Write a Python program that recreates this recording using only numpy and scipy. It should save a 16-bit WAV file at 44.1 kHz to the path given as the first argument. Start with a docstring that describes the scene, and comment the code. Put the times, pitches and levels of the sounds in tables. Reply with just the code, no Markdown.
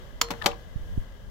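"""A steel lever swings over and locks a machine's clamp onto a railway rail, heard close by in stereo.
The lever snaps; the jaw knocks on the rail, scrapes, squeaks under load and slams home. Both parts
ring briefly, and the ballast scatters each clack. Out at the trackside, light wind rumbles and
bumps on the microphone over a quiet, distant hiss."""
import sys
import numpy as np
from scipy import signal
from scipy.fft import rfft, irfft
from scipy.io import wavfile
from scipy.ndimage import uniform_filter1d

SR = 44100
rng = np.random.default_rng(int(sys.argv[2]) if len(sys.argv) > 2 else 0)


def to_wav(s):
    """Save 16-bit WAV."""
    ch = np.atleast_2d(s).T  # columns
    pcm = np.round(np.clip(ch, -1, 1) * 32767)  # PCM
    wavfile.write(sys.argv[1], SR, pcm.astype(np.int16))


N = 57330

# how alike steel-on-steel noise is in the two channels: f/Hz, correlation
STEEL_LIKENESS = [(100, 0.63), (1000, 0.95), (2200, 0.15), (12000, 0.11)]
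BASS_HZ, TREBLE_HZ, RISE_S = 890, 3840, 0.0011


def amp(db):
    """Decibels to gain."""
    return 10 ** (np.asarray(db) / 20)


def unit_rms(x):
    """Scales to rms 1."""
    return x / np.sqrt(np.mean(x ** 2) + 1e-20)


def curve(points, hz):
    """Reads a table along a log-frequency axis."""
    f, value = np.transpose(points)
    return np.interp(np.log(hz + 1), np.log(f + 1), value)


def pan(db):
    """Constant-power gains for a level of left over right."""
    gains = np.array([amp(np.atleast_1d(db) / 2), amp(-np.atleast_1d(db) / 2)])
    return gains / np.sqrt((gains ** 2).mean(0))


def add(mix, start_s, sound):
    """Mixes in a stereo sound."""
    part = mix[:, max(round(start_s * SR), 0):][:, :sound.shape[1]]
    part += sound[:, :part.shape[1]]


def noise_pair(likeness):
    """Flat spectra of two partly alike noises, left and right."""
    common, separate = np.exp(2j * np.pi * rng.random((2, len(likeness))))
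    share = np.clip(likeness, -1, 1)
    return np.array([common, share * common + np.sqrt(1 - share ** 2) * separate])


def bands(hz, count):
    """Pairs of centre and overlapping weights for bands that widen towards the treble."""
    centres = np.geomspace(500, 16500, count) - 400
    return zip(centres, [np.interp(hz, centres, row) for row in np.eye(count)])


def open_air(whirr_width_hz=80):
    """Distant outdoor hiss with a faint whirr in it, mostly to the left."""
    spectrum = [(100, 5), (200, 2), (330, -4.5), (570, 0.5), (750, -8.5), (1150, -8), (1400, -11.5),
                (1750, -10), (2450, -20.5), (3200, -11), (4000, -19.5), (6500, -22.5), (9000, -32.5),
                (14500, -28), (16000, -33)]  # hiss: f/Hz, level/dB
    whirr = [(1640, 8), (2020, 8), (3000, 4)]  # resonances: f/Hz, boost/dB
    balance = [(100, 0.5), (500, 2.5), (1200, 7.5), (6000, 7.5), (12000, 1.5)]  # f/Hz, left over right/dB
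    likeness = [(100, 1), (600, 0.5), (1500, 0.032)]  # f/Hz, left-right correlation
    drift = [(0, -46), (.15, -50.5), (.38, -44.5), (.7, -50), (.93, -49.5), (1.05, -50), (1.3, -52.5)]  # t/s, level/dB
    t, hz = np.arange(N) / SR, np.fft.rfftfreq(N, 1 / SR)
    whirr_db = sum(db * np.exp(-((hz - centre) / whirr_width_hz) ** 2) for centre, db in whirr)
    colour = amp(curve(spectrum, hz) + whirr_db) * pan(curve(balance, hz))
    hiss = irfft(noise_pair(curve(likeness, hz)) * colour, N)
    return unit_rms(hiss) * amp(np.interp(t, *np.transpose(drift)))


def wind_rumble():
    """Light wind rumbles on each side of the microphone independently."""
    spectrum = [(10, -24), (25, 3), (45, 7), (70, -8.5), (103, -1.5), (140, -25.5), (190, -9), (260, -58),
                (1000, -53)]  # rumble: f/Hz, level/dB
    gusts = [(0, -44), (.7, -43), (.8, -38.5), (0.999, -32.5), (1.078, -45), (1.3, -38.5)]  # t/s, level/dB
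    t, hz = np.arange(N) / SR, np.fft.rfftfreq(N, 1 / SR)
    rumble = irfft(noise_pair(0 * hz) * amp(curve(spectrum, hz)), N)
    return unit_rms(rumble) * amp(np.interp(t, *np.transpose(gusts)))


def crack(bass_db, treble_db, t60, contact_hz, boost_db, pan_db, size=4096):
    """A blow excites a crowd of heavily damped modes; the low ones last slightly longer."""
    spectrum = [(130, -41), (200, -12.5), (280, 5), (450, -3.5), (1000, 2), (1850, 1), (3800, 0),
                (7300, -6), (8400, -13), (10500, -17), (12000, -5.5), (13200, -19), (16000, -16)]  # steel striking steel: f/Hz, level/dB
    t, hz = np.arange(size) / SR, np.fft.rfftfreq(size, 1 / SR)
    tilt_db = bass_db / (1 + (hz / BASS_HZ) ** 2) + treble_db * hz ** 2 / (hz ** 2 + TREBLE_HZ ** 2)
    contact_db = boost_db / (1 + ((hz / contact_hz - 1) / 0.06) ** 2)  # half width 6 % of the pitch
    colour = amp(curve(spectrum, hz) + tilt_db + contact_db)
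    noise = noise_pair(curve(STEEL_LIKENESS, hz)) * colour
    out = np.zeros((2, size))
    for centre, weight in bands(hz, count=30):
        band_t60 = t60 * (TREBLE_HZ / (centre + BASS_HZ)) ** 0.03
        envelope = np.minimum(t / RISE_S, 1) * np.exp(-np.log(1000) * t / band_t60)
        band = irfft(noise * np.sqrt(weight)) * envelope
        energy = np.mean(weight * colour ** 2) * np.sum(envelope ** 2)
        sides = pan(pan_db * (0.77 if centre < BASS_HZ else 1))  # bass sits nearer the middle
        out += sides * band * np.sqrt(energy / (np.sum(band ** 2, 1, keepdims=True) + 1e-20))
    return 2 * out


def clang(modes, t60, chatter_s=0.001187, size=4096):
    """The quickly damped modes of a struck part start one by one as the contact chatters."""
    hz, db = np.transpose(modes)[:, :, None]
    age = np.maximum(np.arange(size) / SR - chatter_s * rng.random(hz.shape), 0)
    phase = 0.53 * np.sqrt(hz / TREBLE_HZ) * rng.standard_normal((2, len(modes), 1))
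    envelope = amp(db) * np.minimum(age / RISE_S, 1) * np.exp(-np.log(1000) * age / t60)
    return (envelope * np.sin(2 * np.pi * hz * age + phase)).sum(1)


def ring(modes, seated_after_s=np.inf, size=26000):
    """Lasting modes of a steel part; high ones reach the two channels out of step."""
    t = np.arange(size) / SR
    hz, db, t60 = np.transpose(modes)[:, :, None]
    phase = 0.76 * np.sqrt(hz / TREBLE_HZ) * rng.standard_normal((2, len(modes), 1))
    seated_loss = 0.09 * (hz - hz[0]) * np.maximum(t - seated_after_s, 0)  # spares the lowest mode
    envelope = amp(db) * np.minimum(t / RISE_S, 1) * np.exp(-np.log(1000) * t / t60 - seated_loss)
    return (envelope * np.sin(2 * np.pi * hz * t + phase)).sum(1)


def clacks(lever_seated_s=0.58):
    """Each blow cracks on contact, clangs briefly and leaves the lever or clamp ringing."""
    # blows: t/s, part struck, crack level/dB, bass/dB, treble/dB, crack t60 near 3 kHz/s,
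    # contact f/Hz, its boost/dB, left over right/dB, clang level/dB, ring level/dB
    blows = [(0.2135, "lever", -17.5, 1, 9.5, .012, 940, -2, 1, -15.5, -34.5),
             (0.3051, "clamp", -26.5, 7.5, -5.5, 0.035, 938, 9, 5.5, -41, -39),
             (0.3118, "clamp", -35, 11, -1.5, 0.041, 203.2, 29, 7.5, -56, -74),
             (0.4596, "clamp", -15, -0.5, -0.5, 0.034, 896, 8.5, 6, -18.5, -23)]
    contacts = [(-.0015, -15), (0, 1), (.0048, -4.5)]  # steel touches, hits and rebounds: delay/s, level/dB
    # quickly damped modes of each part: f/Hz, level/dB
    lever_clang = [(980, -3), (1320, -1), (1620, -5), (2130, -5), (2900, -2), (3150, 0), (3570, -3),
                   (4370, 1), (4730, 2), (5510, 0), (6170, -2), (6830, 3), (7300, 1)]
    clamp_clang = [(400, -4), (810, 0), (1080, 0), (1440, -2), (2270, -2), (3110, 1), (3500, -3),
                   (3820, -1), (4330, 0), (4760, -5), (6030, -4)]
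    # lasting modes of the lever and of the clamp on the rail: f/Hz, level/dB, t60/s
    lever_ring = [(468, -5, .66), (1066, -11, .42), (1303, -11, .24), (760, -11, .22), (4210, -5, .34)]
    clamp_ring = [(214, -4, .11), (330, -15, .28), (470, -7, .2), (577, 1, .13), (759, -7, .25),
                  (860, -6, .09), (1174, -13, .18)]
    out = np.zeros((2, N))
    for start_s, part, crack_db, *timbre, pan_db, clang_db, ring_db in blows:
        for delay_s, contact_db in contacts:
            add(out, start_s + delay_s, amp(crack_db + contact_db) * crack(*timbre, pan_db))
        if part == "lever":
            short = clang(lever_clang, t60=0.018)
            lasting = ring(lever_ring, max(lever_seated_s - start_s, 0))
        else:
            short = clang(clamp_clang, t60=0.035)
            lasting = ring(clamp_ring)
        add(out, start_s, amp(clang_db) * pan(pan_db) * short)
        add(out, start_s, amp(ring_db) * pan(pan_db / 2) * lasting)
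    return out


def ballast(direct, onset_s=0.0033, size=16384):
    """Stones and sleepers throw a short diffuse tail back to the microphone."""
    spectrum = [(150, -6.5), (600, -3), (2000, -11.5), (5000, -16.5), (14000, -10.5)]  # scattered sound: f/Hz, level/dB
    decay = [(150, 0.12), (1000, 0.16), (5000, 0.19), (14000, 0.055)]  # f/Hz, t60/s
    t, hz = np.arange(size) / SR, np.fft.rfftfreq(size, 1 / SR)
    noise = noise_pair(0 * hz) * amp(curve(spectrum, hz))
    tail = np.zeros((2, size))
    for centre, weight in bands(hz, count=10):
        envelope = np.minimum(t / onset_s, 1) ** 2 * np.exp(-np.log(1000) * t / curve(decay, centre))
        tail += irfft(noise * weight) * unit_rms(envelope)
    return signal.fftconvolve(direct, tail, axes=1)[:, :N]


def scrapes(slips_per_s=2000):
    """Lever and jaw rub as they move: swells of tiny slips, each through one broad resonance."""
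    rubs = [(0.287, 0.0018, -40.5, 1390, .7), (0.3382, 0.0024, -36, 1570, 0.46),
            (.4230, 0.004, -36, 3250, 0.23), (.4240, 0.0068, -34, 1230, 0.41),
            (0.4426, 0.0033, -40, 3800, 0.3), (.4470, 0.011, -34, 790, 0.61),
            (0.517, 0.004, -37.5, 2630, .35), (0.534, 0.0042, -40.5, 1050, 0.27)]  # t/s, half length/s, level/dB, f/Hz, half width/octaves
    t, hz = np.arange(N) / SR, np.fft.rfftfreq(N, 1 / SR)
    out = np.zeros((2, N))
    for peak_s, half_s, db, centre_hz, octaves in rubs:
        noise = irfft(noise_pair(curve(STEEL_LIKENESS, hz)), N)
        slips = noise * (rng.random(N) < slips_per_s / SR)
        resonance = 1 / (1 + (np.log2((hz + 1) / centre_hz) / octaves) ** 2)
        rub = irfft(rfft(slips) * resonance, N)
        swell = np.exp(-((t - peak_s) / half_s) ** 2)
        out += amp(db) * unit_rms(rub * swell) * np.sqrt(np.mean(swell ** 2))
    return pan(db=8) * out


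def squeak(start_s=0.4125, length_s=0.015, pitch_hz=1790, jitter=0.035):
    """The jaw sticks and slips on the rail as it takes the load: a short, wavering tone."""
    t = np.arange(0, length_s, 1 / SR)
    waver = unit_rms(uniform_filter1d(rng.standard_normal(N), size=40))[:len(t)]
    phase = 2 * np.pi * np.cumsum(pitch_hz * (1 + jitter * waver)) / SR
    tone = np.sin(phase) + amp(-18) * np.sin(2 * phase)
    swell = np.sin(np.pi * t / length_s) ** 2
    out = np.zeros((2, N))
    add(out, start_s, amp(-29) * pan(db=12) * tone * swell)
    return out


def wind_bumps():
    """Eddies hit the microphone: each is a pressure spike inside a wider dip."""
    eddies = [(0.7616, 0.002, -55, -16), (0.815, 0.0038, -56, -22.5), (0.9782, 0.0014, -57, -11.5),
              (0.981, 0.0026, -15, -24)]  # t/s, width/s, left level/dB, right level/dB
    t, out = np.arange(N) / SR, np.zeros((2, N))
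    for peak_s, width_s, left_db, right_db in eddies:
        u = (t - peak_s) / width_s
        dip_ahead = 0.27 * np.exp(-(u + 1.08) ** 2)
        wake = 0.46 * np.exp(-(u / 3.57 - 1) ** 2)
        out += amp([[left_db], [right_db]]) * (np.exp(-u ** 2) - dip_ahead - wake)
    return out


def scene():
    """The clamp close by, its scatter off the track bed, distant hiss and wind on the microphone."""
    clamp = clacks() + scrapes() + squeak()
    return clamp + ballast(clamp) + open_air() + wind_rumble() + wind_bumps()


def record(dry, cutoff_hz=16200):
    """The recorder's band limit."""
    lowpass = signal.firwin(255, cutoff_hz, window=("kaiser", 9), fs=SR)
    return signal.oaconvolve(dry, lowpass[None], "same")


dry = scene()
out = record(dry)
to_wav(out)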